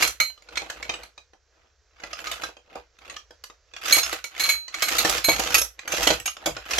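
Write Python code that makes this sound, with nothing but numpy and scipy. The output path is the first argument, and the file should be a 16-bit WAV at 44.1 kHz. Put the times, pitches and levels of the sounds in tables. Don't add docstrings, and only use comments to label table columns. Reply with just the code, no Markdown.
import sys
import numpy as np
from scipy import signal
from scipy.fft import rfft, irfft
from scipy.io import wavfile
from scipy.ndimage import uniform_filter1d

SR = 44100
rng = np.random.default_rng(int(sys.argv[2]) if len(sys.argv) > 2 else 0)


def generate_wav(sig):
    pcm = np.round(np.clip(np.atleast_2d(sig).T, -1, 1) * 32767).astype(np.int16)
    wavfile.write(sys.argv[1], SR, pcm)


N = 299518
T = np.arange(N) / SR
SHORT = T[:SR // 6]

# start_s, ring_db, treble tilt_db_per_octave, free_s until hand or heap stops it, clack_db
DISC_HITS = [(.023, -15, -2, 0.019, -9.5), (0.2008, -17.5, -2.5, 0.096, -11),
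             (.571, -25.5, -8, 0.011, -17.5), (0.826, -42, -6, .09, -25), (3.924, -10, 1.5, 0.03, -17),
             (3.981, -22.5, 1.5, 0.03, -12.5), (4.241, -33, 1, 0.019, -24), (4.397, -20, 1.5, 0.03, -19),
             (4.435, -21, .5, 0.076, -26.5), (4.489, -16, -2.5, 0.21, -19.5),
             (4.742, -35, -3.5, 0.15, -21.5), (4.822, -20, 0.5, 0.039, -12.5),
             (4.983, -16.5, 3.5, 0.0056, -15), (5.242, -18.5, 3.5, 0.14, -20),
             (5.288, -17, -1.5, 0.055, -27.5)]
# start_s, ring_db, treble tilt_db_per_octave, free_s until it is stopped, clack_db
BRACKET_HITS = [(4.031, -25.5, -6, .12, -21.5), (5.543, -24, 3, 0.095, -7.5), (5.58, -21.5, 5, 0.022, -19),
                (6.257, -26, 0.5, 0.04, -20.5)]
# frequency_hz, gain_db
METAL_COLOUR = [(300, -22.5), (700, 2.5), (950, -11), (1250, 2.5), (1900, 1.5), (2500, 4), (3300, 1),
                (5000, -2.5), (6500, -1), (8200, -8.5), (9300, -17), (11800, -7), (16000, -24.5)]


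def undb(db):
    return 10 ** (np.asarray(db) / 20)


def fade(t, t60):
    return np.exp(-np.log(1000) * t / t60)


def unit(x, count=220):
    return x / np.sqrt(np.mean(x[..., :count] ** 2))


def crest(x, size=130):
    power = uniform_filter1d(np.mean(x ** 2, axis=0), size)
    return x / np.sqrt(power.max())


def steady(x, size=4000):
    power = np.abs(uniform_filter1d(np.mean(x ** 2, axis=0), size))
    return x / np.sqrt(power + 1e-9)


def add(out, s, x):
    i = max(int(s * SR), 0)
    out[..., i:i + x.shape[-1]] += x[..., :max(N - i, 0)]


def convolve(x, response):
    return signal.fftconvolve(np.atleast_2d(x), np.atleast_2d(response), axes=-1)[:, :x.shape[-1]]


def colour(x, points, size=2048):
    hz, db = np.transpose(points)
    bins = np.maximum(np.fft.rfftfreq(size, 1 / SR), 1)
    gain = undb(np.interp(np.log(bins), np.log(hz), db))
    cepstrum = irfft(np.log(gain))
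    cepstrum[1:size // 2] *= 2
    cepstrum[size // 2 + 1:] = 0
    return convolve(x, irfft(np.exp(rfft(cepstrum))))


def cut(x, hz, kind, order=4):
    return signal.sosfilt(signal.butter(order, hz, kind, fs=SR, output="sos"), x)


def noise(length, width):
    mid, side = rng.standard_normal((2, length))
    return mid + width * side * np.array([[1], [-1]])


def ring(t, hz, gain, t60, spread):
    waves = np.exp(np.outer(2j * np.pi * hz - np.log(1000) / t60, t))
    skew = spread * rng.uniform(-1, 1, len(hz)) * np.array([[.5], [-.5]])
    weights = gain * rng.choice([-1, 1], len(hz)) * np.exp(1j * skew)
    return np.einsum("cm,mt->ct", weights, waves).imag


def settle(x, span_s, count=9):
    when = (np.arange(count) + rng.uniform(0, 1, count)) / count
    size = (when + .04) * np.exp(-when / .25) * rng.uniform(.5, 1, count)
    train = np.zeros(x.shape[-1])
    places = ((when - when[0]) * span_s * SR).astype(int)
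    np.add.at(train, places, size * rng.choice([-1, 1], count))
    return convolve(x, train)


def knocks():
    # start_s, clack_db, tub thud_db, sparkle_db, pitch_hz of the piece
    hits = [(0.0732, -22, -41, -24.5, 4200), (.299, -37.5, -64, -65, 2900), (.376, -45.5, -62, -87, 2970),
            (0.422, -44.5, -58, -64, 2130), (0.4875, -35, -49, -85, 4040), (.556, -27, -67, -57, 2100),
            (.618, -31.5, -34, -70, 2430), (.699, -23, -41, -47, 1506), (.893, -18, -32, -70, 2484),
            (.938, -25, -38.5, -70, 2480), (1.0325, -34.5, -53, -48.5, 4140),
            (1.1777, -34.5, -56.5, -85, 1245), (1.333, -49.5, -51, -88, 1730), (2, -39, -56, -70, 2200),
            (2.036, -26.5, -41.5, -83, 2000), (2.130, -24, -63, -56, 2810),
            (2.2696, -22.5, -44.5, -60, 2120), (2.3138, -22, -50, -36, 3700),
            (2.434, -20.5, -39, -46, 1270), (2.487, -38.5, -40.5, -73, 1150),
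            (2.5674, -41.5, -47.5, -88, 2520), (2.7545, -34.5, -30.5, -59, 1230),
            (2.9872, -44, -68, -66, 1330), (3.097, -29, -58, -82, 1970), (3.165, -28, -67, -62, 2880),
            (3.3066, -40.5, -44.5, -65, 1550), (3.438, -30.5, -56, -44.5, 4610),
            (3.499, -39, -50.5, -90, 1190), (3.736, -34.5, -52, -88, 2540), (3.764, -28, -62, -66, 3240),
            (3.856, -21, -46, -37, 1290), (3.9653, -18, -27, -21.5, 2300), (4.127, -21, -29, -35, 1270),
            (4.364, -32, -48, -69, 2080), (4.6802, -29.5, -58, -63, 3990), (4.883, -17.5, -43, -28.5, 2110),
            (5.048, -13.5, -18.5, -32, 1730), (5.0951, -17, -26, -23.5, 1190),
            (5.2841, -14, -14.5, -32, 3980), (5.3944, -20.5, -22.5, -27, 5450),
            (5.616, -21, -37, -22, 5900), (5.791, -27, -65, -58, 1900), (5.876, -22.5, -54, -35.5, 1680),
            (5.920, -18, -37, -32.5, 2780), (6.0293, -18, -30.5, -28.5, 5970),
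            (6.070, -7.5, -19, -23, 2960), (6.1028, -12.5, -15.5, -53, 2940),
            (6.199, -29.5, -48, -37, 2730), (6.276, -19, -61, -59, 2900), (6.3673, -30, -49, -62, 2870),
            (6.459, -16.5, -27, -28.5, 3290), (6.4711, -26, -20, -38, 2190),
            (6.5655, -25.5, -40, -66, 1370), (6.7076, -21, -45, -40, 5460), (6.7324, -17, -39, -62, 2510),
            (6.7824, -12.5, -28.5, -30, 3080)]
    hits = hits + landings(DISC_HITS, note_hz=2250) + landings(BRACKET_HITS, note_hz=2556)
    out = np.zeros((2, N))
    for s, clack_db, thud_db, sparkle_db, hz in hits:
        span_s = np.interp(clack_db, [-30, -10], [.005, .016])
        metal = settle(piece(SHORT, ring_t60=.04, crack_db=1, buzz_db=-5.5), span_s)
        metal = colour(metal, METAL_COLOUR)
        note = ring(SHORT, hz * np.array([1, 1.06]), np.array([1, .6]), np.array([.04, .03]), spread=1.6)
        note = settle(note, span_s)
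        body = crest(cut(metal, 7500, "low"))
        sparkle = crest(cut(metal, 7500, "high"))
        clack = undb(-5.5) * body + undb(-9.5) * crest(note)
        add(out, s, undb(clack_db) * clack)
        add(out, s, undb(sparkle_db) * sparkle)
        add(out, s, undb(thud_db) * crest(thud()))
    return out


def landings(blows, note_hz):
    thud_db, sparkle_db = -23.5, -17
    sparkle_octaves = 2.1
    return [(s, clack_db, clack_db + thud_db, clack_db + sparkle_db + sparkle_octaves * tilt_db, note_hz)
            for s, _, tilt_db, _, clack_db in blows]


def piece(t, ring_t60, crack_db, buzz_db, count=14):
    hz = 1000 + 14000 * ((np.arange(count) + rng.uniform(0, 1, count)) / count) ** 1.7
    t60 = np.minimum(ring_t60 * np.exp(.5 * rng.standard_normal(count)), .07)
    modes = ring(t, hz, rng.uniform(.3, 1, count), t60, spread=2.4)
    crack = noise(len(t), width=.75) * fade(t, t60=.016)
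    buzz = noise(len(t), width=.8) * fade(t, t60=.085)
    return unit(modes) + undb(crack_db) * unit(crack) + undb(buzz_db) * unit(buzz)


def thud():
    # frequency_hz, level_db, t60_s
    tub_modes = [(170, -14, .09), (265, -11, .07), (322, 0, .11), (385, -7, .06), (487, 0, .15),
                 (598, -2, .12), (675, -5, .08), (768, -2, .12)]
    hz, db, t60 = np.transpose(tub_modes)
    pitch_chance, level_chance = rng.standard_normal((2, len(hz)))
    gain = undb(db + 3.5 * level_chance)
    modes = ring(SHORT, hz * (1 + .012 * pitch_chance), gain, .85 * t60, spread=.4)
    slap = noise(len(SHORT), width=0.61) * fade(SHORT, t60=0.12)
    slap = cut(cut(slap, 870, "low"), 550, "high", order=2)
    return unit(unit(modes) + undb(1.0) * unit(slap))


def heap(count=160):
    metal_db, tub_db = pushes()
    firm_db, busy_slope, sparse_share = -26.5, 0.57, 0.49
    moving = np.clip(undb(busy_slope * (metal_db - firm_db)), sparse_share, 1)
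    pieces = [piece(T[:SR // 14], ring_t60=.04, crack_db=1, buzz_db=-9, count=10) for _ in range(count)]
    metal = colour(contacts(pieces, moving, count=3400, scatter_db=2.5), METAL_COLOUR)
    thuds = [thud() for _ in range(count // 6)]
    tub = contacts(thuds, np.sqrt(moving), count=800, scatter_db=3.0)
    hardness = undb(np.clip(.5 * (metal_db + 29), -14, 1))
    dull = cut(metal, 3900, "low", order=2)
    metal = dull + hardness * (metal - dull)
    lurch_db = 2.5 * np.interp(T, np.linspace(0, T[-1], num=300), rng.standard_normal(size=300))
    metal = metal * undb(lurch_db)
    return undb(metal_db) * steady(metal, size=2600) + undb(tub_db) * steady(tub, size=2600)


def pushes():
    # start_s, held_s, metal_db, tub_db
    shoves = [(0, 0.048, -25.5, -35.5), (0.531, 0.5, -47.5, -50), (1.56, .11, -68.5, -68.5),
              (2.03, 0.1, -47.5, -55), (2.198, 0.16, -38, -50), (2.419, 0.03, -39, -46),
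              (2.728, 0.06, -52, -53), (3.06, 0.087, -47, -53), (3.89, 0.072, -25, -39),
              (4.039, 0.11, -33, -50), (4.412, 0.1, -30.5, -45.5), (4.792, 0.061, -35, -47.5),
              (4.9, 0.28, -27, -36.5), (5.318, 0.27, -29.5, -37), (5.938, 0.19, -28, -33),
              (6.43, 0.2, -46.5, -48.5), (6.718, 0.082, -30.5, -40.5)]
    grip_db_per_s, rest_db_per_s = 223, 279.5
    t = np.linspace(0, T[-1], num=3000)
    start, held, metal_db, tub_db = np.transpose(shoves)[:, :, None]
    build_db = -grip_db_per_s * np.maximum(start - t, 0)
    rest_db = -rest_db_per_s * np.maximum(t - start - held, 0)
    return [np.interp(T, t, np.max(db + build_db + rest_db, axis=0)) for db in (metal_db, tub_db)]


def contacts(sounds, share, count, scatter_db):
    out = np.zeros((2, N))
    for when, which, strength, moves in rng.random((count, 4)):
        if moves < share[int(when * N)]:
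            level_db = scatter_db * min(-np.log(strength), 4)
            add(out, when * T[-1], undb(level_db) * sounds[int(which * len(sounds))])
    return out


def disc():
    # frequency_hz, level_db, t60_s
    disc_modes = [(2215, -5, .16), (2262, -2, .16), (2540, -15, .2), (3060, -19, .17), (4136, 0, .46),
                  (4330, -8, .25), (6570, -8, .3), (6655, -11, .2), (8085, -14, .25), (9260, -16, .2),
                  (10005, -16, .2), (11355, -13, .3), (12285, -11, .27), (12440, -16, .22),
                  (14740, -27, .25), (15720, -29, .2)]
    return plate(disc_modes, DISC_HITS, detune=0.00056, grip_t60=0.083)


def bracket():
    # frequency_hz, level_db, t60_s
    bracket_modes = [(2799, -10, .1), (5350, -4, .18), (6508, 0, .18), (7150, -15, .25), (8665, -12, .14),
                     (11252, -5, .18), (11695, -13, .2)]
    return plate(bracket_modes, BRACKET_HITS, detune=0.003, grip_t60=0.083)


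def plate(modes, blows, detune, grip_t60):
    out, t = np.zeros((2, N)), T[:SR // 2]
    hz, db, t60 = np.transpose(modes)
    t60 = t60 * (hz[0] / hz) ** .12
    for s, blow_db, tilt_db, free_s, _ in blows:
        level_chance, pitch_chance = rng.standard_normal((2, len(hz)))
        gain = undb(db + tilt_db * np.log2(hz / hz[0]) + level_chance)
        tone = ring(t, hz * (1 + detune * pitch_chance), gain, t60, spread=1.5)
        chatter = settle(tone * fade(t, t60=.08), span_s=.025)
        swell = 1 - np.exp(-t / .003)
        sound = swell * crest(tone) + undb(-3) * crest(chatter)
        grip = fade(np.maximum(t - free_s, 0), grip_t60)
        add(out, s, undb(blow_db) * sound * grip)
    return out


def groans():
    # start_s, level_db
    flexes = [(5.09, -44), (5.291, -39), (6.084, -34), (6.476, -41)]
    start_hz, sag_octaves_per_s = 180, 6.8
    attack_s, decay_t60_s = .015, 0.4
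    roughness = 0.77
    out, t = np.zeros((2, N)), T[:SR // 3]
    phase = 2 * np.pi * np.cumsum(start_hz * 2 ** (-sag_octaves_per_s * t)) / SR
    shape = (1 - np.exp(-t / attack_s)) * fade(t, decay_t60_s)
    for s, db in flexes:
        judder = np.interp(t, np.linspace(0, t[-1], num=30), rng.standard_normal(size=30))
        judder = judder * roughness
        add(out, s, undb(db) * shape * np.sin(phase + judder) * (1 + judder))
    return out


def bench(blows):
    hz, gain = np.array([45., 56., 70., 155.]), np.array([.3, 1, .6, .3])
    boom = ring(T[:SR // 2], hz, gain, t60=np.array([.3, .4, .25, .09]), spread=.5)
    low_blows = cut(blows.mean(axis=0), 880, "low")
    force = np.sqrt(np.abs(uniform_filter1d(low_blows ** 2, size=900)))
    return undb(-6.5) * convolve(force * rng.standard_normal(N), boom / np.sqrt(np.sum(boom[0] ** 2)))


def workshop(x, t60_low, t60_high, wet_db):
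    t = T[:SR // 2]
    echoes = rng.standard_normal((2, len(t))) * np.clip(t / 0.021, 0, 1)
    low = cut(echoes, 2200, "low", order=1)
    tail = low * fade(t, t60_low) + (echoes - low) * fade(t, t60_high)
    return x + undb(wet_db) * convolve(x, tail / np.sqrt(np.sum(tail[0] ** 2)))


def background():
    # frequency_hz, density_db (per Hz)
    rumble_and_hiss = [(15, -26), (25, -9.5), (66, 3), (200, -37.5), (335, -24.5), (463, -12), (887, -23),
                       (1520, -17.5), (3160, -26.5), (5880, -20.5), (7510, -28.5), (9070, -70.5),
                       (11600, -50), (16000, -54)]
    bed = colour(noise(N, width=.25), rumble_and_hiss, size=8192)
    waver = np.interp(T, np.linspace(0, T[-1], num=50), rng.standard_normal(size=50))
    level_db = -65 + 1.6 * waver
    return unit(bed, count=N) * undb(level_db)


def scene():
    blows, shifting = knocks(), heap()
    rings = disc() + bracket()
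    room = workshop(blows + shifting + rings, t60_low=0.11, t60_high=0.18, wet_db=-7)
    return room + groans() + bench(shifting + 0.18 * blows) + background()


def record(dry):
    # frequency_hz, left minus right lean_db
    channel_lean = [(100, 1), (500, -2), (2400, -1.5), (4200, -7), (6400, -7), (7200, -.5), (9300, 0),
                    (11300, -8), (13200, 0)]
    hz, lean_db = np.transpose(channel_lean)
    channels = [colour(x, np.column_stack([hz, side * lean_db])) for x, side in zip(dry, (.5, -.5))]
    clipped = np.clip(np.vstack(channels), -.88, .88)
    top_cut = signal.ellip(10, .2, 80, 15900, fs=SR, output="sos")
    return signal.sosfilt(top_cut, clipped)


dry = scene()
out = record(dry)
generate_wav(out)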